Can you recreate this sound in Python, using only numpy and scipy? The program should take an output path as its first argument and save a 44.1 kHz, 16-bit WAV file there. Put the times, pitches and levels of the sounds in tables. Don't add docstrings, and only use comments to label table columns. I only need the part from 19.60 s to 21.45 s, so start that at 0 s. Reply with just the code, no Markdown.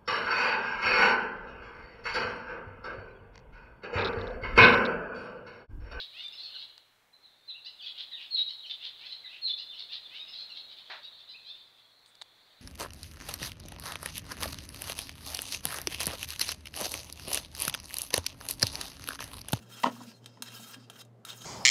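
import sys
import numpy as np
from scipy import signal
from scipy.fft import rfft, irfft
from scipy.io import wavfile
from scipy.ndimage import uniform_filter1d

SR = 44100
rng = np.random.default_rng(int(sys.argv[2]) if len(sys.argv) > 2 else 0)


def boost(x):
    u = np.asarray(x, float) / 20
    return 10 ** u


def transcribe(signal):
    frames = np.atleast_2d(signal).T
    limited = np.clip(frames, -1, 1)
    pcm = np.round(limited * 32767).astype(np.int16)
    wavfile.write(sys.argv[1], SR, pcm)


N = 81585

# (frequency [Hz], density [dB per Hz])
FLOOR_SPECTRUM = [(60, -7), (150, -3.5), (225, 2), (320, -8.5), (440, -3), (900, -14), (2500, -29.5),
                  (16000, -46)]
FLOOR_DB = -61
HUM_HZ, HUM_DB, SECOND_HUM_DB = 117.3, -56, -5
BEAT_S, FIRST_DIP_S = 0.2836, 0.23

# (time [s], pressure [dB], wet hiss brightness [dB])
SWEEP_1 = [(0, -67, -8), (.025, -61, -4.5), (.055, -68, -11.5), (.126, -54, -3), (.195, -52.5, -10.5),
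           (.228, -53.5, 3), (.288, -50.5, -12.5)]
SWEEP_2 = [(0.3, -58.5, -4.5), (0.326, -53.5, -2.5), (.4, -54.5, -11), (.44, -61.5, -1), (.52, -62, -6.5),
           (.535, -68, -13), (.575, -63.5, -5), (.6, -76, -8), (0.64, -69, -11)]
SWEEP_3 = [(0.675, -60.5, -14), (0.715, -71, -34), (0.814, -67, -30)]
SWEEP_4 = [(0.834, -48, -2), (0.849, -59, -2), (.875, -46.5, -12.5), (0.914, -53.5, -10), (.95, -49, -4),
           (.995, -53, -2), (1.113, -52.5, 0), (1.146, -46, -14), (1.159, -61.5, -10)]
SWEEP_5 = [(1.17, -66, -8), (1.19, -67.5, -19), (1.22, -60, -23), (1.245, -63, -24), (1.26, -75, -20),
           (1.292, -77, -19)]
SWEEP_6 = [(1.312, -59, -12), (1.325, -61.5, -8), (1.365, -55, -12), (1.38, -58.5, -7), (1.393, -54, -6),
           (1.406, -54, -4.5), (1.418, -49.5, -3), (1.428, -71, -7), (1.468, -87, -3)]
SWEEP_7 = [(1.661, -50, -7), (1.70, -46.5, -7), (1.74, -52, -12), (1.762, -62.5, 6.5), (1.78, -55.5, -3),
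           (1.81, -55, -8), (1.82, -49.5, -6.5), (1.835, -52, -9), (1.85, -46, -13)]
# (frequency [Hz], density [dB per Hz])
RUB_SPECTRUM = [(180, -33), (300, -7.5), (360, -10), (447, -10.5), (1210, -5), (1340, -1.5), (2320, -12),
                (3240, -12.5), (16000, -8.5)]
# (frequency [Hz], width [Hz], level [dB])
BLADE_MODES = [(1335.6, 37, -0.5), (1624, 30, -6), (2730, 190, 4), (3166, 58, 5), (3715, 80, 0.5),
               (3860, 40, -3), (4124, 60, -9), (5115, 41, -7), (5147, 87, -1), (5910, 84, -13),
               (6410, 60, -2.5), (8060, 60, -7), (9590, 110, -11.5), (10480, 160, -12)]
GRIT_DB, GRIT_PER_S, PATCH_DB = 1, 2500, 2.5
RUB_RING_DB, GRIP_WANDER_DB = -4, 4

# (time [s], length
# [s], level [dB], first pitch [Hz], last pitch [Hz])
BOWL_BOOMS = [(0.237, 0.02, -31.5, 246, 241.5), (0.261, 0.025, -29.5, 244, 257),
              (0.298, 0.05, -44.5, 251, 231.6), (0.378, 0.021, -46.5, 244, 245),
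              (0.412, 0.022, -44, 253, 242), (0.469, 0.021, -47.5, 225, 235),
              (0.509, 0.0266, -56.5, 237, 234), (0.798, 0.04, -49.5, 262, 237.4),
              (0.921, 0.019, -55.5, 237, 244), (0.992, 0.019, -47.5, 240, 217),
              (1.022, 0.028, -50.5, 201, 240), (1.161, 0.043, -52, 266, 251),
              (1.205, 0.042, -59.5, 256, 259), (.005, 0.036, -54.5, 242, 198.5),
              (.07, 0.038, -60.5, 203, 190), (.14, .03, -62, 195, 224)]
BOOM_RISE_FRACTION, BOOM_ROUGH_DB = 0.21, 2.5

# (time [s], level [dB], brightness [dB], one favoured ring [Hz], other favoured ring [Hz])
EDGE_TAPS = [(.030, -58, -6, 8100, 3150), (0.1, -49.5, 1, 6430, 3200), (0.2, -39, 8, 3080, 1380),
             (0.421, -58, -28, 5300, 5200), (0.436, -45.5, 4, 6760, 6400), (0.643, -49.5, -28, 3170, 3200),
             (0.6596, -35.5, -9, 3860, 3330), (0.8224, -25.5, 7.5, 4140, 6850),
             (1.2989, -35.5, 1.5, 3060, 1430), (1.45, -55.5, 8, 7100, 7100), (1.6502, -33, 16, 3860, 1290)]
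CRACK_T60_S, TAP_RING_T60_S, TAP_RISE_S = 0.034, 0.025, 0.00028
TAP_RING_DB, TAP_FOCUS_DB = 3.5, 11
TAP_MODE_SCALE, TAP_DAMPING_POWER = 0.38, 0.21

# (time [s], frequency [Hz], level [dB], length [s], width [Hz])
BLADE_CATCHES = [(0.16, 3320, -59, 0.029, 150), (0.193, 5100, -57, 0.0073, 230),
                 (0.715, 5130, -69.5, 0.12, 300), (1.212, 4920, -66.5, 0.089, 500),
                 (0.497, 5000, -58, 0.052, 700), (0.555, 4200, -62, 0.025, 60),
                 (0.631, 3060, -68, 0.0067, 140), (.49, 2700, -61.5, 0.052, 300),
                 (1.387, 14600, -66, 0.04, 2500), (0.874, 3900, -54, 0.017, 120),
                 (0.949, 5120, -48, 0.011, 150), (0.97, 3080, -54.5, 0.027, 50),
                 (1.137, 5080, -50.5, 0.015, 200), (1.144, 2780, -52, 0.011, 250),
                 (1.08, 1345, -59.5, 0.069, 50), (1.087, 3715, -70, 0.043, 70),
                 (1.365, 3160, -52, 0.0077, 141), (1.403, 5210, -56, 0.019, 229),
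                 (1.41, 3770, -52, 0.013, 172), (1.68, 1330, -56, 0.037, 150),
                 (1.701, 3660, -41.5, 0.013, 200), (1.706, 3230, -51, 0.035, 150),
                 (1.725, 2830, -56, 0.027, 200), (1.777, 6800, -53.5, 0.009, 500),
                 (1.814, 3780, -57, 0.015, 150), (1.83, 6480, -53.5, 0.06, 250)]

# (frequency [Hz], t60 [s], level [dB])
BOWL_MODES = [(500, 0.034, 0), (618, 0.063, -10.5), (702, 0.054, -4), (845, 0.017, -7), (945, 0.021, 6),
              (1073, 0.026, 0), (1310, 0.018, 0.5), (1873, 0.022, -3), (2720, 0.02, -8), (3010, 0.017, -4),
              (3364, 0.014, -13.5)]
# (time [s], wall level [dB], click level [dB], favoured wall pitch [Hz])
PIECE_DROPS = [(0.2336, -30, -24.5, 875), (.237, -20.5, -19, 816), (.241, -26, -25.5, 960),
               (.249, -32, -32, 804), (.258, -19.5, -28, 810), (.263, -21, -32, 940), (.268, -22, -28, 795),
               (.274, -29.5, -36, 750), (.282, -29, -42, 684), (.289, -34, -47, 960), (.296, -44, -39, 900),
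               (.315, -38.5, -69, 690), (0.363, -44, -70, 1120), (.404, -37.5, -62, 710),
               (.412, -40.5, -64, 905), (.515, -50.5, -48.5, 850), (.772, -49, -55.5, 910),
               (.8235, -39.5, -51, 950), (0.995, -46, -69, 607), (1.161, -45, -64, 610),
               (.2905, -38, -50, 1040), (.435, -46.5, -60, 500), (1.3, -45, -81, 715),
               (1.39, -58, -61, 980)]
CLICK_DECAY_S, CLICK_DB, CLICK_CUTOFF_HZ = 0.0046, -2.5, 5000
WALL_FOCUS_DB = 6

# (time [s], length
# # [s], level [dB], frequency [Hz])
WALL_SLAPS = [(.2408, 0.0054, -13, 980), (0.25, 0.0039, -32, 870), (.2635, 0.0058, -27.5, 960),
              (0.27, 0.0046, -30, 1020), (0.28, .004, -26, 790), (0.2336, 0.0035, -28, 730),
              (.254, 0.0035, -34.5, 1100), (.2595, 0.00363, -26.5, 1254), (.2665, 0.0034, -29.5, 400),
              (.28, 0.0068, -33.5, 653), (0.41, 0.0053, -46, 940), (0.773, 0.013, -62, 950),
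              (.239, .005, -31, 1887), (.2595, 0.0049, -37, 3000), (.2675, 0.0045, -33.5, 2950),
              (.266, 0.0058, -35.5, 1600), (1.4495, 0.0038, -59, 7000), (.433, .005, -52, 6300),
              (.418, 0.0068, -52, 4600)]
SLAP_SKEW = 0.98

ROOM_DB, ROOM_T60_S = -18, 0.16
LOW_CUT_HZ, BAND_EDGE_HZ = 106.6, 15650


def evened(x):
    return x / np.sqrt(np.mean(x ** 2) + 1e-20)


def coloured(x, spectrum):
    hz, db = np.transpose(spectrum)
    f = np.fft.rfftfreq(len(x), 1 / SR)
    gain = boost(np.interp(np.log(f + 1), np.log(hz), db))
    return irfft(rfft(x) * gain, len(x))


def resonate(x, hz, width_hz):
    r = np.exp(-np.pi * width_hz / SR)
    pole = r * np.exp(2j * np.pi * hz / SR)
    return 2 * signal.lfilter([1 - r], [1, -pole], x + 0j).real


def passed(x, hz, kind, order=2):
    return signal.sosfilt(signal.butter(order, hz, kind, fs=SR, output="sos"), x)


def drift(seconds):
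    n = max(int(seconds * SR), 2)
    return evened(uniform_filter1d(uniform_filter1d(rng.standard_normal(N), n), n))


def add(mix, start_s, sound):
    part = mix[round(start_s * SR):][:len(sound)]
    part += sound[:len(part)]


def kitchen():
    t = np.arange(N) / SR
    first = np.cos(2 * np.pi * HUM_HZ * t)
    second = np.cos(2 * np.pi * (HUM_HZ * t + (t - FIRST_DIP_S) / BEAT_S))
    hum = first - boost(SECOND_HUM_DB) * second
    floor = evened(coloured(rng.standard_normal(N), FLOOR_SPECTRUM))
    return boost(FLOOR_DB + drift(0.03)) * floor + boost(HUM_DB) * hum


def patchy(x):
    z = signal.stft(x, nperseg=256)[2]
    patches = uniform_filter1d(rng.standard_normal(z.shape), size=6, axis=0)
    patches = evened(uniform_filter1d(patches, size=12, axis=1))
    return signal.istft(z * boost(PATCH_DB * patches), nperseg=256)[1][:N]


def blade_ring(force, wander):
    out = np.zeros(N)
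    for (hz, width_hz, db), w in zip(BLADE_MODES, wander):
        out += boost(db + GRIP_WANDER_DB * w) * resonate(force, hz, width_hz) / np.sqrt(width_hz)
    return out


def rubbing():
    t, press, hiss = np.arange(N) / SR, np.zeros(N), np.zeros(N)
    for sweep in (SWEEP_1, SWEEP_2, SWEEP_3, SWEEP_4, SWEEP_5, SWEEP_6, SWEEP_7):
        s, db, bright_db = np.transpose(sweep)
        edge = np.clip(np.minimum(t - s[0], s[-1] - t) / 0.0095 + 1, 0, 1)
        press += edge * boost(np.interp(t, s, db))
        hiss += edge * boost(np.interp(t, s, db + bright_db))
    grain_level = boost(GRIT_DB * np.minimum(rng.exponential(1, N), 3.5))
    grit = grain_level * (rng.random(N) < GRIT_PER_S / SR) * rng.standard_normal(N)
    drive = (evened(grit) * 0.94 + rng.standard_normal(N)) * boost(1.3 * drift(0.012))
    rub = patchy(coloured(drive, RUB_SPECTRUM))
    low = evened(passed(rub, 6410, "low", order=4))
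    high = evened(passed(rub, 5940, "high", order=4))
    wander = [drift(0.016) for _ in BLADE_MODES]
    scale = np.std(blade_ring(drive, wander))
    ring = passed(blade_ring(drive * press, wander), 8500, "low", order=3) / scale
    return 0.5 * press * low + hiss * high + boost(RUB_RING_DB) * ring


def booms():
    out, t = np.zeros(N), np.arange(6000) / SR
    rough = boost(BOOM_ROUGH_DB * drift(0.008))
    for s, length_s, db, first_hz, last_hz in BOWL_BOOMS:
        u = t / length_s
        hz = first_hz + (last_hz - first_hz) * np.minimum(u, 1)
        shape = np.minimum(u / BOOM_RISE_FRACTION, 1) * boost(-4 * u - 19 * np.maximum(u - 1, 0))
        add(out, s, boost(db + 1.5) * shape * np.sin(2 * np.pi * np.cumsum(hz) / SR))
    return out * rough


def taps():
    out, t = np.zeros(N), np.arange(2600) / SR
    for s, db, bright_db, top_hz, next_hz in EDGE_TAPS:
        crack = passed(rng.standard_normal(len(t)) * boost(-60 * t / CRACK_T60_S), 700, "high")
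        crack = crack + (boost(bright_db) - 1) * passed(crack, 6800, "high")
        ring = np.zeros(len(t))
        for hz, _, mode_db in BLADE_MODES:
            focus = max(np.exp(-(8 * np.log(hz / f)) ** 2) for f in (top_hz, next_hz))
            decay_db = -60 * t / TAP_RING_T60_S * (hz / 3000) ** TAP_DAMPING_POWER
            level_db = TAP_MODE_SCALE * mode_db + TAP_FOCUS_DB * focus + decay_db
            ring += boost(level_db) * np.sin(2 * np.pi * (hz * t + rng.random()))
        rise = np.minimum(t / TAP_RISE_S, 1)
        sound = evened(passed(crack, 12000, "low")) + boost(TAP_RING_DB) * evened(ring)
        add(out, s, boost(db) * 0.07 * rise * sound)
    return out


def catches():
    out, t = np.zeros(N), np.arange(-4400, 4400) / SR
    for s, hz, db, length_s, width_hz in BLADE_CATCHES:
        sing = evened(resonate(rng.standard_normal(len(t)), hz, width_hz))
        add(out, s + t[0], boost(db) * sing * np.exp(-(t / length_s) ** 2 * 2))
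    return out


def drops():
    out, t = np.zeros(N), np.arange(3300) / SR
    for s, wall_db, click_db, top_hz in PIECE_DROPS:
        click = passed(rng.standard_normal(len(t)), CLICK_CUTOFF_HZ, "low", order=3)
        sound = boost(click_db + CLICK_DB) * click * np.exp(-t / CLICK_DECAY_S)
        for hz, t60_s, db in BOWL_MODES:
            a, b, c = rng.random(3)
            focus_db = WALL_FOCUS_DB * (np.exp(-(6 * np.log(hz / top_hz)) ** 2) - 1)
            level_db = wall_db + focus_db if hz < 1500 else click_db
            level_db += db + 8.1 * (a - 0.5)
            rise = 1 - np.exp(-t * hz / 2.0)
            cycles = hz * (1 + 0.039 * (b - 0.5)) * t + 0.46 * c
            sound += boost(level_db - 60 * t / t60_s) * rise * np.sin(2 * np.pi * cycles)
        add(out, s, sound)
    return out


def slaps():
    out = np.zeros(N)
    for s, length_s, db, hz in WALL_SLAPS:
        t = np.arange(0, length_s, 1 / SR)
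        swell = np.sin(np.pi * (t / length_s) ** SLAP_SKEW)
        add(out, s, boost(db) * swell * np.sin(2 * np.pi * hz * t))
    return out


def room(x):
    t = np.arange(16000) / SR
    tail = passed(rng.standard_normal(len(t)), 5800, "low", order=1)
    tail = tail * boost(-60 * t / ROOM_T60_S) * (t > 0.004)
    return signal.fftconvolve(x, tail / np.linalg.norm(tail))[:N]


def scene():
    near = rubbing() + booms() + taps() + catches() + drops() + slaps()
    return (near + boost(ROOM_DB) * room(near) + kitchen())[None]


def roll_off(x):
    return signal.sosfilt(signal.butter(12, 16570, fs=SR, output="sos"), x)


def record(dry):
    cut = passed(dry, LOW_CUT_HZ, "high", order=4)
    band = signal.firwin(255, BAND_EDGE_HZ, window=("kaiser", 9), fs=SR)
    mix = signal.oaconvolve(cut, band[None], "same")
    return roll_off(mix)


dry = scene()
out = record(dry)
transcribe(out)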